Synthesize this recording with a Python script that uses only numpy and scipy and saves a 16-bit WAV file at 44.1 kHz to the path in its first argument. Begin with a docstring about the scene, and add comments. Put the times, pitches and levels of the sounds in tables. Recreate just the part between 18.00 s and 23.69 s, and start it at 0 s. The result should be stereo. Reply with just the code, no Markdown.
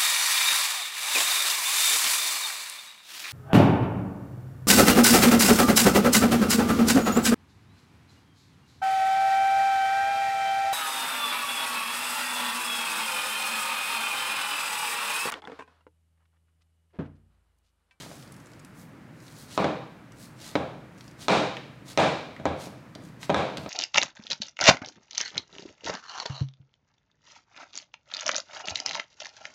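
"""An open hand slaps a ball of soft dough flat in a wooden bowl, close by, in a hard-walled kitchen.
Each impact cracks on the skin and excites the resonances of the bowl; some pop a pocket of trapped air.
Between slaps the tacky dough rubs, peels and ticks as its bonds with the skin break, over a low hum.
Automatic gain control flattens the hardest slaps, so that their echo stands as loud as the blow."""
import sys
import numpy as np
from scipy import signal
from scipy.fft import rfft, irfft, next_fast_len
from scipy.io import wavfile
from scipy.ndimage import uniform_filter1d, minimum_filter1d

SR = 44100
rng = np.random.default_rng(int(sys.argv[2]) if len(sys.argv) > 2 else 0)


def transcribe(signal):
    """Save signal, clipped to [-1, 1], as a 16-bit WAV file at the path in sys.argv[1]."""
    frames = np.atleast_2d(signal).T
    limited = np.clip(frames, -1, 1)
    pcm = np.round(limited * 32767).astype(np.int16)
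    wavfile.write(sys.argv[1], SR, pcm)


N = 250929


def amp(db):
    """Amplitude ratio: a factor of ten for every 20 dB."""
    return 10 ** (np.asarray(db) / 20)


def unit_rms(x):
    """Normalisation to an rms of 1."""
    return x / np.sqrt(np.mean(x ** 2) + 1e-20)


def curve_at(points, hz):
    """Interpolation of a table on a logarithmic frequency axis."""
    frequency, value = np.transpose(points)
    return np.interp(np.log(hz + 1), np.log(frequency + 1), value)


def colour(x, points):
    """Zero-phase filtering by a table of (frequency [Hz], gain [dB])."""
    hz = np.fft.rfftfreq(x.shape[-1], 1 / SR)
    return irfft(rfft(x) * amp(curve_at(points, hz)), x.shape[-1])


def diffuse_field(pair, side_db):
    """Partial coherence: two independent signals mix as mid and side, as at two nearby points."""
    width = amp(curve_at(side_db, np.fft.rfftfreq(pair.shape[-1], 1 / SR)))
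    mid, side = rfft(pair) * np.array([np.ones_like(width), width]) / np.sqrt(1 + width ** 2)
    return irfft(np.array([mid + side, mid - side]), pair.shape[-1])


# spectrum of the hum: (frequency [Hz], relative spectral density [dB])
HUM_SPECTRUM = [(25, -71), (45, -11), (85, -11.5), (125, 2), (210, -4.5), (300, -5), (410, -15.5),
                (520, -13), (750, -17.5), (1350, -16.5), (2200, -21), (3300, -30), (7000, -36.5),
                (16000, -48.5)]
# stereo width of the hum: (frequency [Hz], side minus mid [dB])
HUM_WIDTH = [(60, -61), (150, -24.5), (380, -8), (950, -4), (2380, -3), (5980, 1.5), (15000, -6)]
def room_hum(level_db=-48):
    """Stationary noise: a steady, diffuse hum with most of its power at low frequencies."""
    noise = colour(rng.standard_normal((2, next_fast_len(N))), HUM_SPECTRUM)
    return amp(level_db) * unit_rms(diffuse_field(noise, HUM_WIDTH))[:, :N]


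# decay of the kitchen: (frequency [Hz], reverberation time T60 [s])
REVERB_TIMES = [(100, 0.66), (300, 0.64), (800, 0.59), (2500, 0.69), (5000, 0.71), (9000, 0.52),
                (15000, 0.36)]
# colour of the reverberation: (frequency [Hz], gain [dB])
REVERB_SPECTRUM = [(60, -8.5), (130, -1), (300, 0.5), (1000, 0), (3000, -2.5), (7000, -5.5), (15000, 2.5)]
# stereo width of the reverberation: (frequency [Hz], side minus mid [dB])
REVERB_WIDTH = [(60, -46), (150, -72), (380, -19), (950, -10.5), (2380, -7.5), (5980, -5.5), (15000, -7.5)]
def kitchen_reverb(build_s=0.0068):
    """Reverberation: a diffuse impulse response builds up, then decays exponentially in each band."""
    hz, t, spectra = signal.stft(rng.standard_normal((2, 2 ** 15)), SR, nperseg=256)
    decay = amp(-60 * t / curve_at(REVERB_TIMES, hz)[:, None])
    tail = signal.istft(spectra * decay, SR, nperseg=256)[1]
    tail *= 1 - np.exp(-(np.arange(tail.shape[1]) / SR / build_s) ** 2)
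    return colour(diffuse_field(tail / np.linalg.norm(tail[0]), REVERB_WIDTH), REVERB_SPECTRUM)


def add(mix, start_s, sound):
    """Superposition: a sound sums into the mix from its start time on."""
    part = mix[max(round(start_s * SR), 0):][:len(sound)]
    part += sound[:len(part)]


# reflections from counter, bowl rim and body: (delay [s], gain [ratio])
REFLECTIONS = [(.0031, 0.55), (.0046, 0.24), (.0070, 0.33), (0.0109, 0.19)]
def with_reflections(x, cutoff_hz=3500):
    """Early reflection: near surfaces add delayed, duller copies to the direct sound."""
    out = x.copy()
    dulled = signal.lfilter(*signal.butter(1, cutoff_hz, fs=SR), x)
    for delay_s, gain in REFLECTIONS:
        add(out, delay_s, gain * dulled)
    return out


# quick peels of skin off dough: (centre time [s], half length [s], relative level [dB])
PEEL_STROKES = [(.005, 0.048, -40.5), (0.803, 0.045, -54.5), (1.403, 0.056, -49.5), (1.545, 0.054, -43.5),
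                (2.224, 0.051, -50), (2.463, 0.063, -43.5), (3.23, 0.034, -43), (3.901, 0.033, -43.5),
                (4.635, 0.044, -43.5), (5.236, 0.026, -43)]
# slow drags of the resting hand: (centre time [s], half length [s], relative level [dB])
DRAG_STROKES = [(0.12, 0.14, -52.5), (0.426, 0.23, -66), (1.286, 0.11, -57.5), (3.035, 0.087, -62.5),
                (5.056, 0.041, -59.5), (5.619, 0.039, -59)]
# spectrum of the parting bonds: (frequency [Hz], gain [dB])
PEEL_SPECTRUM = [(400, -1), (1200, -1), (2500, 0.5), (4000, 6), (7000, 3), (10000, -1.5), (13000, -8),
                 (16000, -13)]
def peeling(grains_per_s=7000, spread_db=3, threads_per_s=70, thread_db=13, untilted_db=-44.5):
    """Shot noise: countless tiny adhesive bonds let go in soft swells, among a few thicker threads."""
    # spectral tilt in dB per octave: louder peels are duller, and all drags are bright
    strokes = [(s, half_s, db, -0.7 * (db - untilted_db)) for s, half_s, db in PEEL_STROKES]
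    strokes += [(s, half_s, db, 3) for s, half_s, db in DRAG_STROKES]
    t, out = np.arange(N) / SR, np.zeros(N)
    for centre_s, half_s, level_db, tilt in strokes:
        span = t[abs(t - centre_s) < 3 * half_s]
        n = len(span)
        grains = rng.standard_normal(n) * (rng.random(n) < grains_per_s / SR)
        grains *= amp(spread_db * np.minimum(rng.exponential(1, n), 4))
        thread_sizes = amp(thread_db) * np.sin(2 * np.pi * rng.random(n))
        grains += thread_sizes * (rng.random(n) < threads_per_s / SR)
        fizz = colour(grains, [(hz, db + tilt * np.log2(hz)) for hz, db in PEEL_SPECTRUM])
        swell = np.exp(-((span - centre_s) / half_s) ** 2)
        add(out, span[0], amp(level_db) * unit_rms(fizz) * swell)
    return out


def fine_threads(per_s=30, level_db=-36, spread_db=1.5, hz=6300, spread_octaves=0.44):
    """Jittered pulse train of threads parting in each drag: (time [s], level [dB], frequency [Hz])."""
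    for centre_s, half_s, _ in DRAG_STROKES:
        for k, (late, softer, pitch) in enumerate(rng.uniform(-0.87, 1, (24, 3))):
            time_s = max(centre_s - half_s, 0) + (k + 0.5 + 0.5 * late) / per_s
            if time_s < centre_s + half_s:
                yield time_s, level_db - spread_db * softer, hz * 2 ** (spread_octaves * pitch)


# the thickest threads and bubbles snap singly: (time [s], relative level [dB], frequency [Hz])
THICK_SNAPS = [(0.2261, -30.5, 4200), (0.322, -24.5, 10600), (0.6487, -26, 8300), (1.281, -30.5, 3930),
               (2.121, -31.5, 7500), (3.0090, -27.5, 4750), (3.080, -32.5, 5330), (3.569, -18.5, 2660),
               (4.3644, -27, 2117), (4.952, -22, 3800), (5.2306, -15.5, 3500), (5.572, -14.5, 4200),
               (5.581, -20.5, 3600)]
def snapping(decay_cycles=0.63, tear_s=0.0024, tear_db=-16, gain_db=1, band_hz=(1100, 12000)):
    """Damped oscillation: a breaking thread clicks for about one cycle, and its ends tear on briefly."""
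    t, out = np.arange(512) / SR, np.zeros(N)
    for time_s, level_db, hz in THICK_SNAPS + list(fine_threads()):
        click = np.sin(2 * np.pi * hz * t) * np.exp(-t * hz / decay_cycles)
        tear = amp(tear_db) * rng.standard_normal(len(t)) * np.exp(-t / tear_s)
        tear[0] = 1  # the break itself
        add(out, time_s, amp(level_db + gain_db) * np.convolve(click, tear))
    return signal.lfilter(*signal.butter(2, band_hz, "band", fs=SR), out)


# flat skin meeting soft dough: (frequency [Hz], relative level [dB])
CONTACT_SPECTRUM = [(30, -36), (65, -20.5), (125, -8.5), (300, -3.5), (400, -7), (540, 0.5), (900, -4.5),
                    (1350, -10.5), (1850, -16), (3100, -19), (4300, -22.5), (7000, -29), (10000, -45),
                    (15000, -82)]
# low room booms and the resonances of the bowl on its counter: (frequency [Hz], width [Hz], lift [dB])
RESONANCES = [(83, 20.5, 15), (145.5, 57, 9.5), (195, 16, 7), (241, 47, 1.5), (311.4, 35, 5.5),
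              (410.6, 27, 6), (497, 19, 3), (622.6, 13, 3), (795, 30, 4.5), (1020, 7.7, 3.5), (1125, 11, 4),
              (1650, 41, 6), (2366, 254, 7), (3800, 810, 6.5)]
def impact(pocket_hz, ring_db, crack_tilt, thump_db, pocket_octaves=0.18, squash_s=0.000744):
    """Impulse excitation: the skin cracks first, then the bowl and the low room modes resonate."""
    hz = np.fft.rfftfreq(8192, 1 / SR) + 1
    db = curve_at(CONTACT_SPECTRUM, hz)
    # the air pocket pops only where its frequency lies within hearing
    db += ring_db * np.exp(-(np.log2(hz / pocket_hz) / pocket_octaves) ** 2)
    db += sum(lift / (1 + (2 * (hz - centre) / width) ** 2) for centre, width, lift in RESONANCES)
    db += crack_tilt * np.log2(1 + hz / 600)  # tilt in dB per octave
    db += thump_db / (1 + (hz / 330) ** 4)
    # minimum phase makes the pulse causal; its lows lag while the dough gives way
    log_gain = np.log(amp(np.r_[db, db[-2:0:-1]]))
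    spectrum = np.exp(np.conj(signal.hilbert(log_gain)))[:len(hz)]
    group_delay_s = squash_s / (1 + (hz / 1500) ** 2)
    phase_lag = 2 * np.pi * np.cumsum(group_delay_s) * (hz[1] - hz[0])
    pulse = -irfft(spectrum * np.exp(-1j * phase_lag))
    pulse *= np.cos(np.linspace(0, np.pi / 2, len(pulse))) ** 2
    return pulse / np.linalg.norm(pulse)


def patchy_contact(blow, crossover_hz=1400, spread_s=0.0023):
    """Interference: skin lands patch by patch, so the lows add in phase and the highs scatter in time."""
    t = np.arange(1024) / SR
    patches = rng.standard_normal(len(t)) * np.exp(-t / spread_s)
    patches /= np.linalg.norm(patches)
    lows = signal.lfilter(*signal.butter(2, crossover_hz, "low", fs=SR), blow)
    highs = signal.lfilter(*signal.butter(2, crossover_hz, "high", fs=SR), blow)
    return lows + signal.fftconvolve(highs, patches)[:len(blow)]


# soft pushes on the dough: (time [s], relative force [dB], bass gain [dB])
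BOWL_NUDGES = [(.062, -22, -1), (.114, -22, -1), (4.3984, -12, 13), (4.6700, -15.5, 9), (4.957, -15, 15),
               (5.0136, -22, 26), (5.5810, -10.5, 16), (5.6612, -9, 3)]
def nudges(reverb_db=2):
    """Weak impacts: each push knocks the bowl on the counter. Yields time, pulse and reverb gain."""
    for time_s, force_db, thump_db in BOWL_NUDGES:
        pulse = impact(pocket_hz=646, ring_db=5, crack_tilt=-0.6, thump_db=thump_db)
        yield time_s, amp(force_db) * pulse, reverb_db


# the hand lands, often fingers before palm: (time [s], relative force [dB], cupping [0 flat, 1 hollow])
HAND_SLAPS = [(1.5768, 13.5, 0.59), (1.6432, 10.5, 0.83), (2.5540, 8.5, 0.62), (2.5610, -0.5, 0.55),
              (3.2832, 16, 0.03), (3.9751, 14.5, 0.01), (4.4548, 11, 0.79), (4.4622, 1.5, 1),
              (5.2950, 4, 0.68), (5.3003, 6.5, .45), (5.3445, 17, .75)]
def slaps(firm_db=13, firm_pocket_hz=685, octaves_per_db=1.48):
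    """Nonlinear contact: harder slaps crack brighter; cupped slaps sound duller and drier."""
    for time_s, force_db, cupping in HAND_SLAPS:
        harder_db = force_db - firm_db
        pulse = impact(pocket_hz=firm_pocket_hz * 2 ** (octaves_per_db * harder_db),
                       ring_db=-0.5 + 8.5 * cupping,
                       crack_tilt=1.19 + 0.2333 * harder_db - 3.3 * cupping,
                       thump_db=-3.5 - 0.37 * harder_db)
        reverb_db = 3.5 - 11 * cupping  # a flat hand sprays its crack into the room
        yield time_s, amp(force_db) * pulse, reverb_db


def scene(direct_db=1, sticky_db=-3, sticky_reverb_db=-4):
    """Superposition of direct and diffuse sound: each blow rings out in the kitchen's reverberation."""
    out = np.zeros((2, N))
    tails = [kitchen_reverb() for _ in range(4)]  # random draws of the same room
    for k, (time_s, blow, reverb_db) in enumerate([*slaps(), *nudges()]):
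        direct = amp(direct_db) * with_reflections(patchy_contact(blow))
        echoes = amp(reverb_db) * signal.fftconvolve(blow[None], tails[k % len(tails)], axes=1)
        for channel, echo in zip(out, echoes):
            add(channel, time_s, direct)
            add(channel, time_s, echo)
    sticky = amp(sticky_db) * (peeling() + snapping())
    sticky_echo = amp(sticky_reverb_db) * signal.oaconvolve(sticky[None], tails[0], axes=1)[:, :N]
    return out + with_reflections(sticky) + sticky_echo + room_hum()


# unequal sensitivity of the two channels: (frequency [Hz], left minus right [dB])
CHANNEL_BALANCE = [(200, 0), (500, -0.2), (1000, -1), (4000, -0.8), (12000, 0.4)]
def record(dry, hold_db=-19.5, hold_s=0.018, hold_share=0.34, limit_db=-11, ratio=6,
           recover_db_per_s=900, low_cut_hz=52, high_cut_hz=15900):
    """Dynamic range compression: gain control and a limiter, then channel balance and band limits."""
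    # sustained loudness is turned down gradually
    pole = np.exp(-1 / (hold_s * SR))
    power_db = 10 * np.log10(signal.lfilter([1 - pole], [1, -pole], (dry ** 2).mean(0)) + 1e-12)
    held = dry * amp(-hold_share * np.maximum(power_db - hold_db, 0))
    # single peaks are caught at once, by a smoothed gain that looks ahead
    peak_db = 20 * np.log10(abs(held).max(0) + 1e-9)
    fall_db = np.arange(N) * recover_db_per_s / SR
    envelope_db = np.maximum.accumulate(peak_db + fall_db) - fall_db
    over_db = np.maximum(envelope_db - limit_db, 0)
    over_db = -minimum_filter1d(-over_db, size=60)
    over_db = uniform_filter1d(uniform_filter1d(over_db, size=70), size=50)
    limited = held * amp(-over_db * (1 - 1 / ratio))
    balance_db = curve_at(CHANNEL_BALANCE, np.fft.rfftfreq(2 ** 18, 1 / SR))
    sound = irfft(rfft(limited, 2 ** 18) * amp(np.outer([0.5, -0.5], balance_db)))[:, :N]
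    sound = signal.sosfilt(signal.butter(2, low_cut_hz, "high", fs=SR, output="sos"), sound)
    low_pass = signal.firwin(511, high_cut_hz, window=("kaiser", 9), fs=SR)
    return signal.oaconvolve(sound, low_pass[None], "same")


dry = scene()
out = record(dry)
transcribe(out)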